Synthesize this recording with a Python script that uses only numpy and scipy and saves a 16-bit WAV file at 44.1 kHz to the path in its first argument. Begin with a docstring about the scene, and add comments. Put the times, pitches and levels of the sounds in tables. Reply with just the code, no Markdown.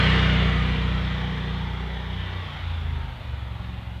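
"""Truck loader on a driveway

A small engine drives a suction fan, some way off. Periodic exhaust puffs throb under the fan's
turbulent roar, its whines and the clatter of the machine; the whole sound fades. At about 2.35 s
the throttle is closed: the engine coasts down, then catches at a slower, loping beat."""
import sys
import numpy as np
from scipy import signal
from scipy.fft import rfft, irfft
from scipy.io import wavfile
from scipy.ndimage import uniform_filter1d

SR = 44100
rng = np.random.default_rng(int(sys.argv[2]) if len(sys.argv) > 2 else 0)


def put_to_file(sound):
    """Save the sound as 16-bit audio at rate SR, in the file named by the first command-line argument."""
    columns = np.atleast_2d(sound).T  # one column per channel
    safe = np.clip(columns, -1, 1)
    whole_steps = np.round(safe * 32767)
    wavfile.write(sys.argv[1], SR, whole_steps.astype(np.int16))


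N = 176400
TIME = np.arange(N) / SR
BINS = np.fft.rfftfreq(N, 1 / SR)
THROTTLE_CLOSES_S, CATCHES_S = 2.36, 3.27
# Envelope common to the fan's roar and whines. Each row: time in seconds, level in dB.
FAN_LEVEL = [(0, -23), (0.15, -24), (0.45, -28.5), (0.85, -33), (1.3, -35.5), (1.9, -39), (2.45, -38),
             (2.8, -40.5), (3.05, -42.5), (3.5, -44.5), (3.62, -43), (4, -46)]


def exhaust(turns, closed, lope=0.13, flutter=0.069, jitter_turns=.003):
    """One puff per cycle makes a harmonic series; at low throttle strong and weak puffs alternate."""
    # Each row: time in seconds, then levels in dB of order 2, order 3 and the higher orders together.
    levels = [(0.0, -24.4, -28.4, -22.4), (0.3, -23.4, -28.9, -22.2), (0.65, -25.5, -35.4, -26.4),
              (1.0, -26.7, -32.4, -28.7), (1.3, -32.3, -41.2, -29.9), (1.7, -31.1, -33.9, -32.4),
              (1.9, -31.7, -44.6, -36.3), (2.2, -34.3, -31.9, -37.3), (2.41, -39.3, -30.6, -40.5),
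              (2.53, -40.2, -42.5, -43.3), (2.67, -34.3, -27.4, -44.2), (3.02, -35.0, -29.6, -37.3),
              (3.16, -40.5, -44.4, -44.3), (3.33, -51.1, -31.3, -38.0), (3.55, -52.7, -35.5, -35.2),
              (4.0, -50.9, -35.1, -37.1)]
    # Each row: multiple of the cycle rate, relative dB at full throttle, coasting and at low throttle.
    orders = [(4, 0, -2, -6.5), (5, 1.5, 3.5, 0), (6, 1, -9.5, -9.5), (7, -26.5, -14, -48),
              (8, -10.5, -31, -6.5), (9, -30, -14.5, -24), (10, -27, -29, -41), (12, -23.5, -23, -25.5),
              (13, -23, -40, -37), (16, -16, -27, -23)]
    phase = 2 * np.pi * (turns + jitter_turns * wander(rate_hz=6.8))
    caught = ramp(CATCHES_S, length_s=0.33)
    coasting = closed - caught
    gains = np.array([amp(full) * (1 - closed) + amp(coast) * coasting + amp(low) * caught
                      for _, full, coast, low in orders])
    gains /= np.sqrt((gains ** 2).sum(0))
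    waver_db = .8 + 2.6 * coasting
    higher = sum(gain * amp(waver_db * wander(rate_hz=20.4)) * np.sin(row[0] * phase)
                 for gain, row in zip(gains, orders))
    waves = [np.sin(2 * phase), np.sin(3 * phase), higher]
    puffs = sum(amp(curve(levels, column)) * wave for column, wave in enumerate(waves, 1))
    strength = 1 + lope * caught * np.cos(phase / 2) + flutter * wander(rate_hz=8.3)
    return muffler(np.sqrt(2) * puffs * strength)


def muffler(x, resonance_hz=168.5, width_hz=18.7):
    """Group delay: the muffler holds back sound near its resonance, so each puff rings on."""
    pole = resonance_hz ** 2 - BINS ** 2 + 1j * BINS * width_hz
    return irfft(rfft(x) * pole.conj() / pole, N)


def roar(turns, closed, slowed, pulsing=0.074):
    """Air rush and clatter excite resonances of the fan housing and hose, duller as the fan slows."""
    # Spectra at the loudest, faded but still at full speed, and at low speed.
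    # Each row: frequency in Hz, relative spectral density in dB.
    loud_spectrum = [(150, -43), (280, -2), (370, -4.5), (460, -3), (560, -4), (700, -5.0), (850, -9.5),
                     (1050, -3), (1300, -2), (1650, -2.5), (1950, -2.5), (2250, -2.5), (2600, -7),
                     (2900, -2), (3300, -3), (3600, -6.0), (3900, -10.5), (4400, -16.5), (5200, -24),
                     (7000, -33.5), (10000, -45.5), (14000, -70)]
    faded_spectrum = [(150, -17), (280, -6.5), (370, 1), (460, -3.5), (560, -3.5), (700, -3.5), (850, 1),
                      (1050, -1.5), (1300, -1.5), (1650, -3), (1950, -0.5), (2250, -3.5), (2600, -8.5),
                      (2900, -6.5), (3300, -2), (3600, -4), (3900, -10), (4400, -18), (5200, -21.5),
                      (7000, -33.5), (10000, -47), (14000, -64)]
    slow_spectrum = [(150, -23), (280, -12), (370, -8.5), (460, -6.5), (560, -5), (700, -6.5), (850, 0.0),
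                     (1050, -5), (1300, -5), (1650, -9.5), (1950, -7), (2250, -8.5), (2600, -9.5),
                     (2900, -7), (3300, -8.5), (3600, -8), (3900, -12.5), (4400, -19.0), (5200, -29),
                     (7000, -37.0), (10000, -45.5), (14000, -45)]
    periodic_share = 0.25 - 0.06 * closed
    rush = np.sqrt(1 - periodic_share) * rng.standard_normal(N)
    drive = rush + np.sqrt(periodic_share) * clatter(turns)
    drive = turbulence(drive * (1 + pulsing * np.cos(2 * np.pi * turns)))
    faded = ramp(start_s=0.68, length_s=0.56)
    fast = (1 - faded) * coloured(drive, loud_spectrum) + faded * coloured(drive, faded_spectrum)
    slow = coloured(drive, slow_spectrum)
    return amp(curve(FAN_LEVEL) - .5) * ((1 - slowed) * fast + slowed * slow)


def clatter(turns, count=150, jitter_turns=.002, drift_hz=1.623, drift_db=7.5):
    """Valve gear and fan repeat every cycle: a dense comb of harmonics whose strengths drift."""
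    t = np.linspace(0, TIME[-1], num=200)
    fundamental = np.exp(2j * np.pi * (turns + jitter_turns * wander(rate_hz=5.7)))
    rates = np.linspace(0, drift_hz, num=8)[:, None]
    harmonic, out = np.ones(N, complex), np.zeros(N)
    for offsets in rng.random((count, 2, len(rates), 1)):
        size, angle = np.sin(2 * np.pi * (rates * t + offsets)).sum(1) / 2
        envelope = amp(drift_db * size) * np.exp(1j * (angle + 2 * np.pi * offsets[0, 0]))
        harmonic = harmonic * fundamental
        out += (harmonic * np.interp(TIME, t, envelope)).real
    bandwidth_hz = count * turns[-1] / TIME[-1]
    return evened(out) * np.sqrt(2 * bandwidth_hz / SR)  # as much power per Hz as unit white noise


def turbulence(x, depth_db=1.54):
    """Turbulence modulates the sound: narrow patches of the spectrum swell and sink."""
    spectra = signal.stft(x, nperseg=1024)[2]
    patches = uniform_filter1d(rng.standard_normal(spectra.shape), size=5, axis=0)  # over frequency
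    patches = evened(uniform_filter1d(patches, size=14, axis=1))  # over time
    return evened(signal.istft(spectra * amp(depth_db * patches), nperseg=1024)[1][:N])


def whines(speed, slowed, slow_db=-6):
    """Narrow-band tones of fan and casing: pitch is proportional to speed, and they weaken as it falls."""
    # Each row, at full speed: frequency in Hz, width in Hz, level in dB relative to FAN_LEVEL.
    tones = [(450, 2.2, -17.5), (787, 24, -22), (900, 30, -21), (1144, 7, -20), (1220, 3.4, -30),
             (1482, 3.1, -23.5), (1772, 2.8, -21), (1968, 8.4, -14), (2355, 19, -18.5), (2817, 3.1, -20.5),
             (3024, 42, -32)]
    full_speed = speed[TIME < THROTTLE_CLOSES_S].mean()
    fan_time = np.cumsum(speed / full_speed) / SR
    out = np.zeros(N)
    for hz, width, db in tones:
        phase = 2 * np.pi * hz * fan_time
        out += amp(db) * (wander(width) * np.cos(phase) + wander(width) * np.sin(phase))
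    return out * amp(curve(FAN_LEVEL) + slow_db * slowed)


def swells():
    """Single phase-modulated whines rise out of the roar and sink back, some sagging in pitch."""
    # Each row: time of the peak and length in seconds, frequency in Hz, glide in Hz per second,
    # rate of phase wander in Hz, peak level in dB relative to FAN_LEVEL.
    tones = [(.1, .3, 452, 0, 5, -13), (.15, .35, 2840, 0, 14, -12), (.33, .25, 1450, -600, 20, -13),
             (.5, .22, 1340, -800, 12, -13), (.62, .2, 1228, -200, 8, -12), (.58, .25, 1830, -150, 12, -12),
             (.55, .4, 397, 0, 3, -16), (1.1, .45, 1975, 0, 25, -14), (1.5, 2.2, 366, -2, 2.5, -17.5),
             (1.5, .6, 449, 0, 3, -13), (1.65, .5, 906, 0, 8, -13), (2.57, .25, 3030, -600, 70, -14),
             (2.78, .6, 3480, -400, 160, -11), (2.7, .5, 1400, -300, 60, -13),
             (3.62, .25, 1150, 0, 20, -13)]
    out = np.zeros(N)
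    for peak_s, length, hz, glide, wander_hz, db in tones:
        t = TIME - peak_s
        window = np.cos(np.pi * np.clip(t / length, -.5, .5))
        phase = 2 * np.pi * (hz + glide * t / 2) * t + 2 * wander(wander_hz)
        out += amp(db) * window * np.sqrt(2) * np.cos(phase)
    return out * amp(curve(FAN_LEVEL))


def rumble():
    """Turbulence in the hose and the trailer box radiates low-frequency noise."""
    # Each row: frequency in Hz, relative spectral density in dB.
    spectrum = [(20, -16), (38, 2), (52, 6.5), (90, 4), (150, -3), (230, -1.5), (300, -10.5), (450, -55)]
    # Each row: time in seconds, level in dB.
    levels = [(0, -40), (.6, -34.5), (1.5, -44), (2.3, -45), (2.9, -39.5), (3.4, -44.5), (4, -44)]
    return amp(curve(levels)) * coloured(rng.standard_normal(N), spectrum)


def hiss(level_db=-68.5):
    """A faint, steady floor of nearly white noise."""
    # Each row: frequency in Hz, relative spectral density in dB.
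    spectrum = [(100, 0.38), (6000, 1), (10000, -.5), (15000, -1.5)]
    return amp(level_db) * coloured(rng.standard_normal(N), spectrum)


def amp(db):
    """Decibels to amplitude ratio."""
    return 10 ** (np.asarray(db) / 20)


def evened(x):
    """Normalises to unit rms."""
    return x / np.sqrt(np.mean(x ** 2) + 1e-20)


def curve(table, column=1):
    """Interpolates one column of a time table at every sample."""
    columns = np.transpose(table)
    return np.interp(TIME, columns[0], columns[column])


def ramp(start_s, length_s):
    """Rises linearly from 0 to 1."""
    return np.clip((TIME - start_s) / length_s, 0, 1)


def coloured(x, spectrum):
    """Filters x by a spectrum interpolated over log frequency, to unit rms."""
    hz, db = np.transpose(spectrum)
    gain = amp(np.interp(np.log(BINS + 1), np.log(hz + 1), db))
    return evened(irfft(rfft(x) * gain, N))


def wander(rate_hz):
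    """Low-pass noise of unit rms, fluctuating up to about this rate."""
    return evened(irfft(rfft(rng.standard_normal(N)) * np.exp(-(BINS / rate_hz) ** 2), N))


def scene():
    """Superposition of the sources; the engine's speed drives exhaust, roar and whines."""
    # Each row: time in seconds, engine cycles per second.
    cycle_rates = [(0.0, 30.85), (0.5, 30.618), (1.1, 30.404), (1.7, 30.282), (2.33, 30.619), (2.5, 29.116),
                   (2.75, 27.707), (3.0, 25.75), (3.25, 23.235), (3.45, 22.683), (3.7, 22.157),
                   (4.0, 22.147)]
    speed = curve(cycle_rates)
    turns = np.cumsum(speed) / SR - .0045 * speed[0]  # the first cycle starts 4.5 ms in
    closed = ramp(THROTTLE_CLOSES_S, length_s=.1)
    slowed = np.clip(1.3 * (speed.max() - speed) / np.ptp(speed), 0, 1)
    machine = exhaust(turns, closed) + roar(turns, closed, slowed) + whines(speed, slowed)
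    return (machine + swells() + rumble())[None]


def record(dry):
    """Hiss is added, then a low-pass filter limits the bandwidth."""
    low_pass = signal.firwin(511, cutoff=15330, window=("kaiser", 9), fs=SR)
    return signal.oaconvolve(dry + hiss(), low_pass[None], "same")


dry = scene()
out = record(dry)
put_to_file(out)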